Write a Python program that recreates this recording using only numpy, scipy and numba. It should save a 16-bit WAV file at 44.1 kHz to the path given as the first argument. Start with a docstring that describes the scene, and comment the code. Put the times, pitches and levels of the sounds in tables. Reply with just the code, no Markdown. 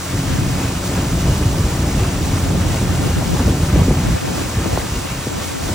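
"""A riverboat's paddlewheel, heard from the stern deck, slaps the river about three times a second.
Its boards plunge with a low gurgle, churn up a wash of resonating bubbles and throw a hissing spray;
a thin ring comes and goes. The hull carries the low drone of the machinery.
Gusts buffet the phone with turbulent pressure, and small eddies flutter and pop at its two ports."""
import sys
import numpy as np
from scipy import signal
from scipy.fft import rfft, irfft
from scipy.io import wavfile
from scipy.ndimage import uniform_filter1d
from numba import njit

SR = 44100
rng = np.random.default_rng(int(sys.argv[2]) if len(sys.argv) > 2 else 0)


def to_wav(s):
    """Save 16-bit WAV."""
    ch = np.atleast_2d(s).T  # columns
    pcm = np.round(np.clip(ch, -1, 1) * 32767)  # PCM
    wavfile.write(sys.argv[1], SR, pcm.astype(np.int16))


N = 253134
TIME = np.arange(N) / SR
FREQ = np.fft.rfftfreq(N, 1 / SR)

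# Board slaps: t/s, wash swell/dB, spray swell/dB, spray swell of the first sheet of water/dB
BOARD_SLAPS = [(.3, 3, 0.6, 0.5), (.61, 2, 0.7, .6), (.98, 3, 1.5, 2), (1.32, 1.5, 1.5, 1.8),
               (1.7, 2, 1.4, 1), (2.02, 2.4, 1.2, 2), (2.37, 2, 2, 1.48), (2.72, 2, 2.3, 1),
               (3.05, 2, 2, 1.9), (3.39, 1.7, 1.8, 1.5), (3.76, 2.7, 0.6, 1.5), (4.09, 2.5, 0.5, -0.5),
               (4.385, 1.8, 2, -0.05), (4.75, 3, 1.6, 0), (5.08, 2.5, 0.5, 2), (5.42, 3, 2, 0.5),
               (5.68, 2, 2, -0.5)]
# Steady churn between strokes: t/s, wash level/dB, spray level/dB
CHURN_LEVELS = [(0, -35, -32.7), (1, -35, -32.5), (2.2, -35, -33), (3.1, -34.5, -33), (3.9, -34.5, -32.5),
                (4.5, -34.5, -32.5), (5.1, -36, -33.5), (5.74, -36, -32.5)]
# Low gurgle within the wash: t/s, gain/dB
GURGLE_GAIN = [(0, 0.5), (0.3, -7), (0.6, 1.5), (3.85, 0), (4.1, -2), (4.22, -1), (4.33, 0.5), (4.8, 1),
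               (4.88, -2), (5.42, -0.5), (5.56, -4.5), (5.7, 1)]
# Spectra of the water: f/Hz, relative spectral level/dB
WASH_SPECTRUM = [(60, -37), (250, -6), (500, 1), (780, -1.9), (1050, -0.8), (1400, -3), (2000, -6),
                 (2750, -6), (3600, -10.5), (6000, -24.5), (12000, -49)]
SPRAY_SPECTRUM = [(1500, -25), (2800, -11), (3700, -3), (5000, -1.3), (6000, -.3), (7400, 0), (9200, -3.2),
                  (10500, -.3), (12000, -2), (13500, -5), (15000, -3.8), (17000, -6)]
PLUNGE_SPECTRUM = [(130, -12), (240, 4), (320, 3.5), (480, -2.5), (750, -13.5), (1100, -15), (1600, -26),
                   (3000, -65)]
# The wheel's sound at the two ports: f/Hz, coherence (0-1), phase lead of the left port/rad
PORT_COHERENCE = [(100, .9, 0), (500, .65, .4), (800, .65, .6), (1030, .6, -.4), (1300, .8, .2),
                  (2000, .97, 0), (2750, .55, 1.5), (3400, .28, 0), (4700, .28, 0), (5600, .82, -.55),
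                  (9200, .82, -2.1), (11000, .97, -3.05), (13200, .96, -3.2), (15600, .78, -4.6)]
# Machinery lines: f/Hz, base rms level/dB, share of the heard level change followed (0-1)
ENGINE_LINES = [(87.4, -28, 1), (112.5, -38, 0.46), (133.9, -38, 0.5), (177.4, -33, 1), (271.6, -38, 1),
                (349.5, -40.5, 0.8)]
# Level of the drone as heard at the phone, dipping late: t/s, gain/dB
HEARD_DRONE_LEVEL = [(0, -1), (1.2, -0.5), (3.9, 3.5), (4.3, -7.5), (5.35, -7.5), (5.55, -11),
                     (5.74, -10.5)]
# Wind on the phone: t/s, relative buffeting level/dB
BREEZE_LEVEL = [(0, -47), (.15, -20.5), (.45, -18.5), (.62, -21), (.8, -25.5), (.92, -21.5), (1.2, -18),
                (1.65, -19), (1.95, -17), (2.15, -20), (2.35, -18), (2.7, -18), (3.35, -19), (3.7, -18.5),
                (4.02, -17.5), (4.15, -20.5), (4.19, -38), (4.3, -24.5), (4.5, -25.5), (5.2, -30.5),
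                (5.4, -31.5), (5.57, -33.5), (5.65, -24), (5.74, -17)]
# Gusts and low swells: centre t/s, duration/s, relative level of wind buffets/dB, of plunging boards/dB
GUSTS_AND_PLUNGES = [(0.15, 0.0442, -22, -27), (0.412, 0.057, -23.5, -47), (0.617, 0.0654, -35.5, -25.5),
                     (0.977, 0.072, -20, -26), (1.145, 0.034, -18.5, -46), (1.292, 0.057, -14, -27),
                     (1.45, 0.1, -19.5, -36), (1.625, 0.095, -17.5, -30), (2.003, 0.062, -16, -33),
                     (2.537, 0.079, -20, -30), (2.827, 0.048, -19, -40), (3.088, 0.041, -24, -28),
                     (3.387, 0.066, -23, -22), (3.486, 0.07, -15.5, -21), (3.624, 0.04, -20.5, -30),
                     (3.774, 0.11, -11.5, -23), (3.905, 0.06, -15, -24.5), (4.049, 0.04, -20, -31),
                     (4.119, 0.042, -11.5, -30.5), (4.3, 0.04, -30, -26), (4.396, 0.043, -31.5, -25),
                     (4.591, 0.07, -18, -30), (4.666, 0.042, -18, -23.5), (4.741, 0.059, -19.5, -45),
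                     (4.853, 0.023, -29.5, -27.5), (4.929, 0.025, -19, -25), (4.978, 0.038, -20.5, -29),
                     (5.124, 0.022, -17.5, -40), (5.186, 0.014, -24, -34), (5.275, 0.03, -23, -28.5),
                     (5.39, 0.05, -27, -46)]
# Spectra of the airflow: f/Hz, relative spectral level/dB
BUFFET_SPECTRUM = [(15, -40), (24, -27), (36, -1.5), (55, 3), (85, 1), (135, 1.5), (190, -3.5),
                   (250, -11.5), (400, -21.5), (900, -91)]
WHIRL_SPECTRUM = [(120, -4), (220, 0), (290, 6.5), (380, -1.5), (500, -6), (800, -8), (1400, -29),
                  (3000, -66)]
EDDY_SPECTRUM = [(20, -35), (40, -14), (65, 3.5), (160, 3), (260, 1.5), (450, -2.5), (800, -7),
                 (1200, -21.5), (1900, -61.5)]
# Eddy flurries: centre t/s, duration/s, relative level of slow eddies/dB, of quick eddies/dB
FLURRIES = [(0.36, 0.17, -21, -29), (0.53, 0.08, -27, -32), (1.17, 0.13, -35, -44), (1.5, 0.14, -31, -42),
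            (2.3, 0.31, -29, -42), (2.49, 0.06, -27, -27.5), (2.63, 0.163, -23.5, -29.5),
            (2.906, 0.117, -23, -32), (3.045, 0.082, -21, -25), (3.191, 0.045, -16, -23.5),
            (3.31, 0.079, -18, -22), (3.48, 0.16, -32.5, -32), (3.787, 0.074, -26, -27),
            (4.077, 0.058, -19, -24), (4.162, 0.038, -29.5, -18.5), (4.253, 0.07, -24.5, -21),
            (4.38, 0.14, -28.5, -24), (4.722, 0.123, -28, -22), (4.833, 0.05, -32, -27),
            (5.02, 0.12, -35, -32), (5.36, 0.13, -30, -26), (5.58, 0.219, -30.5, -25.5)]
# Thin rings in the wheel's noise: centre t/s, f/Hz, level/dB
THIN_RINGS = [(.64, 2570, -42), (1.31, 2880, -42), (2.05, 2720, -41.5), (2.76, 2790, -48),
              (3.06, 2770, -41), (4.3, 2600, -44), (5.06, 2720, -41)]
# Whirls bursting on the ports: t/s, peak level/dB, centre f/Hz, half-width/cycles, slowing per cycle
WHIRL_POPS = [(1.414, -12, 312, 0.62, 0.18), (1.469, -11, 110, 1, .1), (3.406, -12.5, 282, 4.1, .05),
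              (3.509, -7.5, 130, 0.56, 0.04), (3.76, -9, 354, 0.49, 0.25), (3.885, -7.5, 280, 0.92, 0.5),
              (3.911, -9, 376, 1.5, 0.5), (4.661, -11.5, 420, 1, 0.8), (4.776, -7.5, 620, 0.91, 0.76),
              (4.784, -17.5, 108.3, 1.2, 0.45), (5.271, -15, 443, 1.2, 0.61)]
# Extra sensitivity of the left port: f/Hz, left minus right level/dB
PORT_BALANCE = [(330, 0), (520, 2.5), (900, 3), (1150, 0)]


def undb(db):
    """Amplitude ratio of a level in decibels."""
    return 10 ** (np.asarray(db) / 20)


def curves(table):
    """A table's columns, interpolated linearly in time."""
    s, *columns = np.transpose(table)
    return [np.interp(TIME, s, c) for c in columns]


def over_frequency(table):
    """A table's columns, interpolated linearly in log frequency."""
    hz, *columns = np.transpose(table)
    return [np.interp(np.log(FREQ + 1), np.log(hz), c) for c in columns]


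def unit(x):
    """Normalisation to rms 1."""
    return x / np.sqrt(np.mean(x ** 2))


def colour(x, spectrum, band_hz):
    """Spectral shaping of a white signal, leaving rms 1 in the given band."""
    gain = undb(over_frequency(spectrum)[0])
    inside = (FREQ > band_hz[0]) & (FREQ < band_hz[1])
    return irfft(rfft(unit(x)) * gain / np.sqrt(np.mean(gain ** 2 * inside)), N)


def below(x, hz):
    """Zero-phase low-pass filtering."""
    return irfft(rfft(x) / (1 + (FREQ / hz) ** 8), N)


def walk(rate_hz):
    """Band-limited random motion of rms 1."""
    return unit(irfft(rfft(rng.standard_normal(N)) * np.exp(-(FREQ / rate_hz) ** 2), N))


def turbulence(flicker_db, rate_hz):
    """Intermittency: turbulent noise comes in uneven puffs."""
    return rng.standard_normal(N) * undb(flicker_db * walk(rate_hz))


def steadied(x, span_s):
    """Division by the running rms evens out slow changes of strength and keeps the fine motion."""
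    size = int(span_s * SR)
    return x / np.sqrt(uniform_filter1d(uniform_filter1d(unit(x) ** 2, size), size))


def at_ports(a, b):
    """Partial coherence: two independent sounds mix into a pair with a phase lag between the ports."""
    coherence, lead = over_frequency(PORT_COHERENCE)
    mid = rfft(a) * np.sqrt((1 + coherence) / 2)
    side = rfft(b) * np.sqrt((1 - coherence) / 2)
    turn = np.exp(1j * lead / 2)
    return irfft(np.array([(mid + side) * turn, (mid - side) / turn]), N)


@njit
def damped_sines(start, hz, size, cycles, glide):
    """Damped oscillators lose 40 dB over the given cycles while their pitch rises by the share glide."""
    out = np.zeros(N)
    for k in range(len(start)):
        length = int(cycles * SR / hz[k])
        step = 2 * np.pi * hz[k] / SR
        phasor = size[k] + 0j
        turn = np.exp(1j * step - np.log(100) / length)
        bend = np.exp(1j * step * glide / length)
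        for i in range(start[k], min(start[k] + length, N)):
            phasor *= turn
            turn *= bend
            out[i] += phasor.imag
    return out


def bubbles(count, low_hz, high_hz, cycles, spread_db, glide):
    """Bubble resonance: each rings briefly, rising in pitch as it nears the surface."""
    when, pitch, chance = rng.random((count, 3)).T
    hz = low_hz * (high_hz / low_hz) ** pitch
    size = hz * undb(-spread_db * np.log(chance + .01))  # white on average
    return unit(damped_sines((when * N).astype(np.int64), hz, size, float(cycles), float(glide)))


def wash():
    """Air entrainment: the boards tear the river into foam and gurgling bubbles."""
    layers = [turbulence(flicker_db=.5, rate_hz=25)
              + undb(-7) * bubbles(18000, low_hz=400, high_hz=5000, cycles=30, spread_db=1.8, glide=.12)
              for _ in range(2)]
    foam = at_ports(*(colour(x, WASH_SPECTRUM, band_hz=(900, 2800)) for x in layers))
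    gurgle = below(foam, hz=915)
    return foam - gurgle + undb(curves(GURGLE_GAIN)[0]) * gurgle


def spray():
    """Droplet impact: water thrown off the boards rains back as a dense fizz."""
    layers = [turbulence(flicker_db=.35, rate_hz=30)
              + undb(-7) * bubbles(30000, low_hz=2500, high_hz=15000, cycles=9, spread_db=2.1, glide=.1)
              for _ in range(2)]
    return at_ports(*(colour(x, SPRAY_SPECTRUM, band_hz=(4000, 10000)) for x in layers))


def paddlewheel(rise_s=0.055, fall_s=0.0994, sheet_lead_s=0.11, sheet_width_s=0.035):
    """Amplitude modulation of wash and spray: each board throws a sheet of water, then slaps in fully."""
    wash_db, spray_db = curves(CHURN_LEVELS)
    slap_s, wash_swell_db, spray_swell_db, sheet_db = np.transpose(BOARD_SLAPS)
    age = TIME - slap_s[:, None]  # one row a board
    sheet = np.exp(-((age + sheet_lead_s) / sheet_width_s) ** 2)
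    slap = np.exp(-(age / np.where(age < 0, rise_s, fall_s)) ** 2)
    stir = slap + 0.434 * sheet
    foam = undb(wash_db + wash_swell_db @ stir + 0.29 * walk(rate_hz=12)) * wash()
    fizz = undb(spray_db + spray_swell_db @ slap + sheet_db @ sheet + 0.3 * walk(rate_hz=13)) * spray()
    return foam + fizz


def machinery(pitch_waver=0.01396, level_waver_db=2):
    """Structure-borne sound: the hull carries engine lines that waver in pitch and level."""
    out = np.zeros(N)
    heard_db, = curves(HEARD_DRONE_LEVEL)
    for hz, db, share in ENGINE_LINES:
        phase = 2 * np.pi * np.cumsum(hz * (1 + pitch_waver * walk(rate_hz=6.71))) / SR
        line = unit(np.sin(phase) * undb(level_waver_db * walk(rate_hz=3)))
        out += undb(db + share * heard_db) * line
    return out


def swells(centres_s, lengths_s, levels_db):
    """Incoherent addition: brief swells that rise, hold and fall away sum in power."""
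    return sum(undb(db) ** 2 * np.exp(-2 * ((TIME - s) / (0.64 * length)) ** 4)
               for s, length, db in zip(centres_s, lengths_s, levels_db))


def wind(stiff_breeze_db=-17.5, deep_growth=0.34, whirl_growth=0.68):
    """Turbulent pressure: wind and gusts act on both ports alike, and whirls grow with the wind."""
    s, length, gust_db, _ = np.transpose(GUSTS_AND_PLUNGES)
    breeze = undb(curves(BREEZE_LEVEL)[0])
    force = np.sqrt(breeze ** 2 + swells(s, length, gust_db))
    buffet = colour(turbulence(flicker_db=1.1, rate_hz=23.6), BUFFET_SPECTRUM, band_hz=(30, 250))
    buffet = steadied(buffet, span_s=0.0923)
    deep = below(buffet, hz=80)  # grows faster than the rest beyond a stiff breeze
    buffet = buffet - deep + deep * np.maximum(force / undb(stiff_breeze_db), 1) ** deep_growth
    whirls = colour(turbulence(flicker_db=2.5, rate_hz=8.9), WHIRL_SPECTRUM, band_hz=(280, 650))
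    whirls = steadied(whirls, span_s=0.13)
    return undb(-0.7) * force * buffet + undb(-17) * breeze ** whirl_growth * whirls


def plunges():
    """Water entry: plunging boards stir up brief swells of low, turbulent gurgle."""
    s, length, _, plunge_db = np.transpose(GUSTS_AND_PLUNGES)
    gurgle = colour(turbulence(flicker_db=4, rate_hz=30), PLUNGE_SPECTRUM, band_hz=(280, 650))
    return undb(-2) * np.sqrt(swells(s, length, plunge_db)) * steadied(gurgle, span_s=0.05)


def eddies(floor_db=-38.5):
    """Antiphase pressure: eddies, slow and deep or quick and bright, push one port and pull the other."""
    s, length, slow_db, quick_db = np.transpose(FLURRIES)
    flutter = colour(turbulence(flicker_db=2.5, rate_hz=34.5), EDDY_SPECTRUM, band_hz=(120, 700))
    flutter = steadied(flutter, span_s=0.15)
    slow = below(flutter, hz=228)
    quick = flutter - slow
    slow_gain = np.sqrt(undb(floor_db) ** 2 + swells(s, length, slow_db))
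    quick_gain = np.sqrt(undb(floor_db) ** 2 + swells(s, length, quick_db))
    return undb(-2) * (slow_gain * slow + quick_gain * quick) * np.array([[1], [-1]])


def wheel_rings(half_width_s=0.234, waver_hz=70):
    """Random frequency modulation makes a thin, unsteady ring, which swells and fades at each return."""
    out = np.zeros((2, N))
    wavers = np.array([walk(rate_hz=130) for _ in range(2)])
    drift_cycles = waver_hz * np.cumsum(wavers, axis=1) / SR
    for s, hz, db in THIN_RINGS:
        envelope = undb(db) * np.exp(-2 * ((TIME - s) / half_width_s) ** 2)
        out += envelope * np.sqrt(2) * np.sin(2 * np.pi * (hz * TIME + drift_cycles))
    return at_ports(*out)


def pops():
    """Vortex passage: a whirl crossing the ports swings the pressure, each swing slower than the last."""
    out = np.zeros(N)
    for s, db, hz, cycles, slowing in WHIRL_POPS:
        near = np.abs(hz * (TIME - s)) < 10
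        period_ratio = np.maximum(1 + slowing * hz * (TIME[near] - s), 1e-9)
        turns = np.log(period_ratio) / slowing
        swing = -np.sin(2 * np.pi * turns) * np.exp(-(turns / cycles) ** 2)
        out[near] += undb(db) * swing / swing.max()
    return out


def scene():
    """Superposition: the pressures of water, machinery and wind add at the two ports."""
    return paddlewheel() + wheel_rings() + machinery() + wind() + plunges() + eddies() + pops()


def record(dry, bass_hz=22, top_hz=15750):
    """Band limiting and saturation: the phone favours its left port in the midrange and rounds peaks."""
    lean_db, = over_frequency(PORT_BALANCE)
    balance = undb(np.array([lean_db, -lean_db]) / 2)
    low_cut = FREQ ** 4 / (FREQ ** 4 + bass_hz ** 4)
    heard = irfft(rfft(dry) * low_cut * balance, N)
    saturated = heard / (1 + heard ** 6) ** (1 / 6)
    high_cut = signal.ellip(10, .2, 80, top_hz, fs=SR, output="sos")
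    return signal.sosfilt(high_cut, saturated)


dry = scene()
out = record(dry)
to_wav(out)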